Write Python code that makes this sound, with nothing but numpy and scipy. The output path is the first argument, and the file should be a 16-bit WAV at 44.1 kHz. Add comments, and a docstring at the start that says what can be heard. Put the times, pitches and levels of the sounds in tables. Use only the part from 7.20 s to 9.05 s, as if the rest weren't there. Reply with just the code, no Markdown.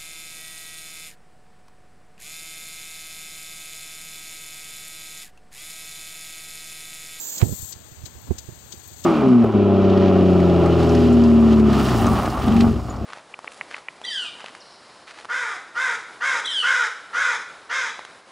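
"""Impact sprinkler in a field

The jet hisses over open ground, and three times a second the swinging arm slaps through it.
A bright spray sizzles for the first half second. A finger slides over the right microphone and
stays there, so that side goes dull, leaving the hand's bumps and low rumble over a faint hiss."""
import sys
import numpy as np
from scipy.fft import rfft, irfft
from scipy.io import wavfile

SR = 44100
rng = np.random.default_rng(int(sys.argv[2]) if len(sys.argv) > 2 else 0)


def file_out(sig):
    """Save sig as 16-bit WAV at sys.argv[1]."""
    # one column per channel
    cols = np.atleast_2d(sig).T
    # limit, then scale
    lim = np.clip(cols, -1, 1)
    pcm = np.round(lim * 32767).astype(np.int16)
    wavfile.write(sys.argv[1], SR, pcm)


N = 81585
T = np.arange(N) / SR
HZ = np.maximum(np.arange(N // 2 + 1) * SR / N, 1)

# Tone of the field's air and of each water layer. 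Each row: frequency in Hz, level in dB.
FIELD_EQ = [(20, -100), (45, -119), (70, -95), (100, -84.5), (200, -81.5), (330, -81), (600, -83.5),
            (900, -83), (1200, -87), (1700, -86), (2300, -91), (4000, -90), (9000, -108)]
JET_EQ = [(1500, -105), (2800, -98), (3500, -93), (4650, -90.5), (4950, -100.5), (5800, -92.5), (6400, -87),
          (7500, -85.5), (8500, -88.5), (11700, -95.5), (13200, -92.5), (15700, -95)]
SPRAY_EQ = [(2500, -105), (3400, -86), (4400, -84), (5100, -85.5), (6000, -81.5), (6400, -78.5),
            (7400, -70), (7900, -74), (8450, -76), (11700, -77), (13100, -74.5), (14200, -79), (15700, -80)]
SLAP_EQ = [(200, -98), (500, -76), (1000, -80.5), (2400, -80.5), (3300, -71), (4500, -68.5), (5000, -69.5),
           (5600, -70.5), (6400, -66), (7600, -69), (8500, -71.5), (11700, -84), (15700, -80)]
SPIT_EQ = [(5000, -105), (8000, -93), (12000, -88), (15700, -90)]
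# Narrow resonances in all the water. Each row: centre in Hz, width in Hz, boost in dB.
WATER_PEAKS = [(3250, 63, 3), (4530, 100, 3.5), (6457, 53, 6.5), (6686, 53, 7), (6910, 41, 2),
               (7520, 120, 3.5), (7650, 73, 2), (8250, 87, 5.5)]
# Fader rides for jet, spray and muffled hiss. Each row: time in seconds, level in dB.
JET_FADER = [(0, 2.5), (.17, 11), (.23, 10), (.5, 2.5), (.58, 2), (1.05, 1.5), (1.4, 3), (1.7, 5.5),
             (1.85, 7)]
SPRAY_FADER = [(0, 0), (.24, -2), (.35, 2), (.515, 0.5), (.55, -30), (.65, -48), (1.85, -40)]
MUFFLED_FADER = [(0, 2), (.45, -9), (.6, -5), (.9, 0), (1.3, -0.5), (1.85, -1)]
# Cues for the arm's slaps and spits and the grip's rustles. Each row: start in seconds, level in dB.
SLAP_CUES = [(0.176, -5.5), (0.5195, -2.5), (0.853, -3.5), (1.1808, -3.5), (1.5187, -3.5), (1.837, -3.5)]
SPIT_CUES = [(.686, -0.5), (.862, 1), (1.013, 3.5), (1.674, 11.5)]
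RUSTLE_CUES = [(0.166, 3.5), (0.861, 2.5), (.95, 2.5), (1.07, 7.5), (1.118, 2.5)]
# Tone of the muffled hiss and of each hand noise. Each row: frequency in Hz, level in dB.
MUFFLED_EQ = [(300, -98), (1000, -102), (2700, -108), (4600, -106), (5000, -116), (5900, -115),
              (6400, -110), (8400, -117), (11700, -113), (13200, -108), (14700, -106), (15700, -111)]
RUSTLE_EQ = [(40, -96), (100, -84), (250, -70), (450, -80), (900, -84), (2000, -100)]
RUMBLE_EQ = [(20, -118), (45, -86), (68, -63.5), (90, -62.5), (115, -66.5), (150, -75), (230, -79.5),
             (380, -91.5), (550, -94), (1000, -104), (3000, -120)]
BRUSH_EQ = [(100, -65), (350, -53), (700, -63), (1200, -68), (2000, -69.5), (4500, -74.5), (8000, -108),
            (15000, -105)]
RUB_EQ = [(25, -77), (60, -45), (110, -49), (200, -51), (350, -57.5), (600, -67.5), (1000, -80),
          (2000, -96.5), (5000, -105), (12000, -122)]
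SCUFF_EQ = [(100, -65), (250, -49.5), (700, -57), (1100, -70.5), (2000, -75.5), (4500, -85), (8000, -112),
            (15000, -122)]
# The finger bumps the microphone. Each row: start in seconds, thud level in dB, thud pitch in Hz,
# knock level in dB, scuff level in dB.
BUMP_CUES = [(0.2247, -1, 106, -16.5, 5), (.266, -25.5, 98, -29, -18), (.313, -19.5, 105, -42, -24),
             (0.395, -31, 105, -47, -26), (0.426, -25.5, 85.6, -48, -23.5), (0.557, -36.5, 93, -49, -41),
             (0.715, -34, 110, -48, -36), (0.836, -26, 91.3, -44, -30), (0.956, -33.5, 75, -55, -46),
             (1.091, -25, 99, -44, -38), (1.104, -11, 77.7, -13, -6.5), (1.144, -33.5, 91, -47, -24),
             (1.185, -36.5, 75, -49, -40), (1.286, -25, 115, -35.5, -15.5), (1.321, -34.5, 123, -43.5, -32),
             (1.532, -49, 96, -36.5, -35)]
# The ring of the knocked case. Each row: pitch in Hz, level in dB relative to the knock.
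CASE_RING = [(225, -1.5), (352, -1), (700, -19.5), (945, -27.5)]
# The right microphone's own colour. Each row: frequency in Hz, gain in dB.
RIGHT_EQ = [(2000, 4), (4000, 4), (5500, 6), (6300, 7), (6800, 7), (7600, 8), (8300, -14), (13000, 2.5),
            (14600, 11), (15700, 8)]
# The finger shuts the direct path to that microphone. Each row: time in seconds, gain in dB.
RIGHT_FADER = [(0, -0.5), (.195, -2.5), (.225, -23), (.26, -43), (.37, -61), (1.85, -60)]
# A treble scoop across the whole mix. Each row: frequency in Hz, gain in dB.
MASTER_EQ = [(8480, 1), (8680, -13), (10500, -19.5), (11350, -32), (11560, 0.5)]


def from_db(db):
    """Decibels to gain."""
    return 10 ** (np.asarray(db) / 20)


def fader(points):
    """A gain ride through points of time and dB."""
    return from_db(np.interp(T, *np.transpose(points)))


def eq(x, curve):
    """Shape the tone with a dB curve drawn on a log-frequency axis."""
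    hz, db = np.transpose(curve)
    return irfft(rfft(x) * from_db(np.interp(np.log(HZ), np.log(hz), db)), N)


def white(channels=1):
    """White noise at 0 dB per Hz."""
    return np.squeeze(rng.standard_normal((channels, N))) * np.sqrt(SR / 2)


def flutter(rate_hz, spread_db):
    """A randomly wavering gain, moving mostly slower than rate_hz."""
    wander = irfft(rfft(white()) / (1 + (HZ / rate_hz) ** 2), N)
    return from_db(spread_db * wander / wander.std())


def burst(start, db, attack, t60, hold=0):
    """An envelope that rises to db, holds, then falls 60 dB every t60; times in seconds."""
    age = T - start
    release_db = -60 * np.maximum(age - attack - hold, 0) / t60
    return np.clip(age / attack, 0, 1) * from_db(db + release_db)


def field_air():
    """A soft, wide bed of open-air noise."""
    return eq(white(channels=2), FIELD_EQ)


def splatter(drops_per_s=6000, drop_share=0.46):
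    """Turbulent hiss blended with countless droplet clicks."""
    drops = (rng.random(N) < drops_per_s / SR) * rng.choice([-1, 1], N)
    drops = drops * from_db(0.5 * np.minimum(rng.exponential(1, N), 5))
    return np.sqrt(1 - drop_share) * white() + np.sqrt(drop_share * SR / 2) * drops / drops.std()


def water(curve, likeness=0.56, right_lag_s=0.00014):
    """Fluttering, resonant splatter in stereo: the right side is partly alike and slightly late."""
    left = splatter()
    right = likeness * np.roll(left, round(right_lag_s * SR)) + np.sqrt(1 - likeness ** 2) * splatter()
    boost_db = sum(db / (1 + (2 * (HZ - hz) / width) ** 2) for hz, width, db in WATER_PEAKS)
    resonant = irfft(rfft([left, right]) * from_db(boost_db), N)
    return eq(resonant, curve) * flutter(rate_hz=81, spread_db=1)


def jet():
    """The water jet hisses throughout, swelling and easing."""
    return fader(JET_FADER) * water(JET_EQ)


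def spray():
    """Bright spray sizzles, then drops away after half a second."""
    return fader(SPRAY_FADER) * water(SPRAY_EQ)


def muffled_hiss():
    """The faint hiss that remains under the finger."""
    return fader(MUFFLED_FADER) * eq(white(), MUFFLED_EQ)


def arm_slaps():
    """The arm chops the jet, which frays just before each hit and trails scattered drops after."""
    hits = sum(burst(start, db, attack=0.006, hold=0.004, t60=0.028) for start, db in SLAP_CUES)
    trails = sum(burst(start - 0.018, db - 10.5, attack=0.029, t60=0.12) for start, db in SLAP_CUES)
    return (hits + trails) * water(SLAP_EQ)


def grip_rustles():
    """Soft, dull rustles as the hand shifts on the case."""
    shifts = sum(burst(start, db, attack=0.0027, hold=0.0073, t60=0.17) for start, db in RUSTLE_CUES)
    return shifts * eq(white(), RUSTLE_EQ)


def hand_rumble(fade_in_s=0.224):
    """The hand's unsteady low end comes in with the finger and stays."""
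    fade_in = np.clip(T / fade_in_s, 0, 1) ** 4
    return fade_in * flutter(rate_hz=36, spread_db=1.5) * eq(white(), RUMBLE_EQ)


def finger_landing(touch_s=0.2166, click_hz=2200, click_t60=0.00083):
    """Skin brushes the edge of the microphone port, then touches down with a tiny click."""
    brush = burst(start=0.1932, db=3.5, attack=0.028, t60=0.056) * eq(white(), BRUSH_EQ)
    age = np.maximum(T - touch_s, 0)
    click = from_db(-2.5 - 60 * age / click_t60) * np.sin(2 * np.pi * click_hz * age)
    return brush + click


def finger_rub():
    """The finger slips unevenly into place with a rough, bassy rub."""
    slide = burst(start=0.224, db=-0.5, attack=0.016, hold=0.091, t60=0.054)
    return slide * flutter(rate_hz=33, spread_db=4) * eq(white(), RUB_EQ)


def soft_ring(start, rise, hz, push=0):
    """A damped ring set off by a soft contact; push adds a pulse of plain pressure."""
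    out = np.zeros(N)
    live = (T > start) & (T < start + 20 * rise)
    age = T[live] - start
    envelope = age / rise * np.exp(1 - age / rise)
    out[live] = -envelope * (np.sin(2 * np.pi * hz * age) + push)
    return out


def finger_bumps(knock_delay_s=0.00408):
    """Each bump stacks a low thud, a knock of the case and a scuff of skin."""
    out = np.zeros(N)
    skin = eq(white(), SCUFF_EQ)
    for start, thud_db, thud_hz, knock_db, scuff_db in BUMP_CUES:
        out += from_db(thud_db) * soft_ring(start, rise=0.48 / thud_hz, hz=thud_hz, push=0.12)
        for hz, db in CASE_RING:
            out += from_db(knock_db + db) * soft_ring(start + knock_delay_s, rise=0.003, hz=hz)
        out += burst(start - 0.0011, scuff_db, attack=0.0045, t60=0.068) * skin
    return out


def arm_spits():
    """Thin spits of water as the arm swings back between slaps."""
    spits = sum(burst(start, db, attack=0.0021, hold=0.0031, t60=0.06) for start, db in SPIT_CUES)
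    return spits * water(SPIT_EQ)


def scene():
    """The left microphone stays open; the right one ends up under the finger."""
    left, right = jet() + spray() + arm_slaps() + arm_spits() + field_air()
    right = fader(RIGHT_FADER) * eq(right, RIGHT_EQ) + muffled_hiss()
    left += grip_rustles()
    right += finger_rub() + hand_rumble() + finger_landing() + finger_bumps()
    return np.array([left, right])


def record(dry, cutoff_hz=15900):
    """Master chain: scoop the treble around 10 kHz, soft-clip the peaks, cut the very top."""
    scooped = eq(dry, MASTER_EQ)
    rounded = scooped / (1 + scooped ** 8) ** (1 / 8)
    return irfft(rfft(rounded) / np.sqrt(1 + (HZ / cutoff_hz) ** 400), N)


dry = scene()
out = record(dry)
file_out(out)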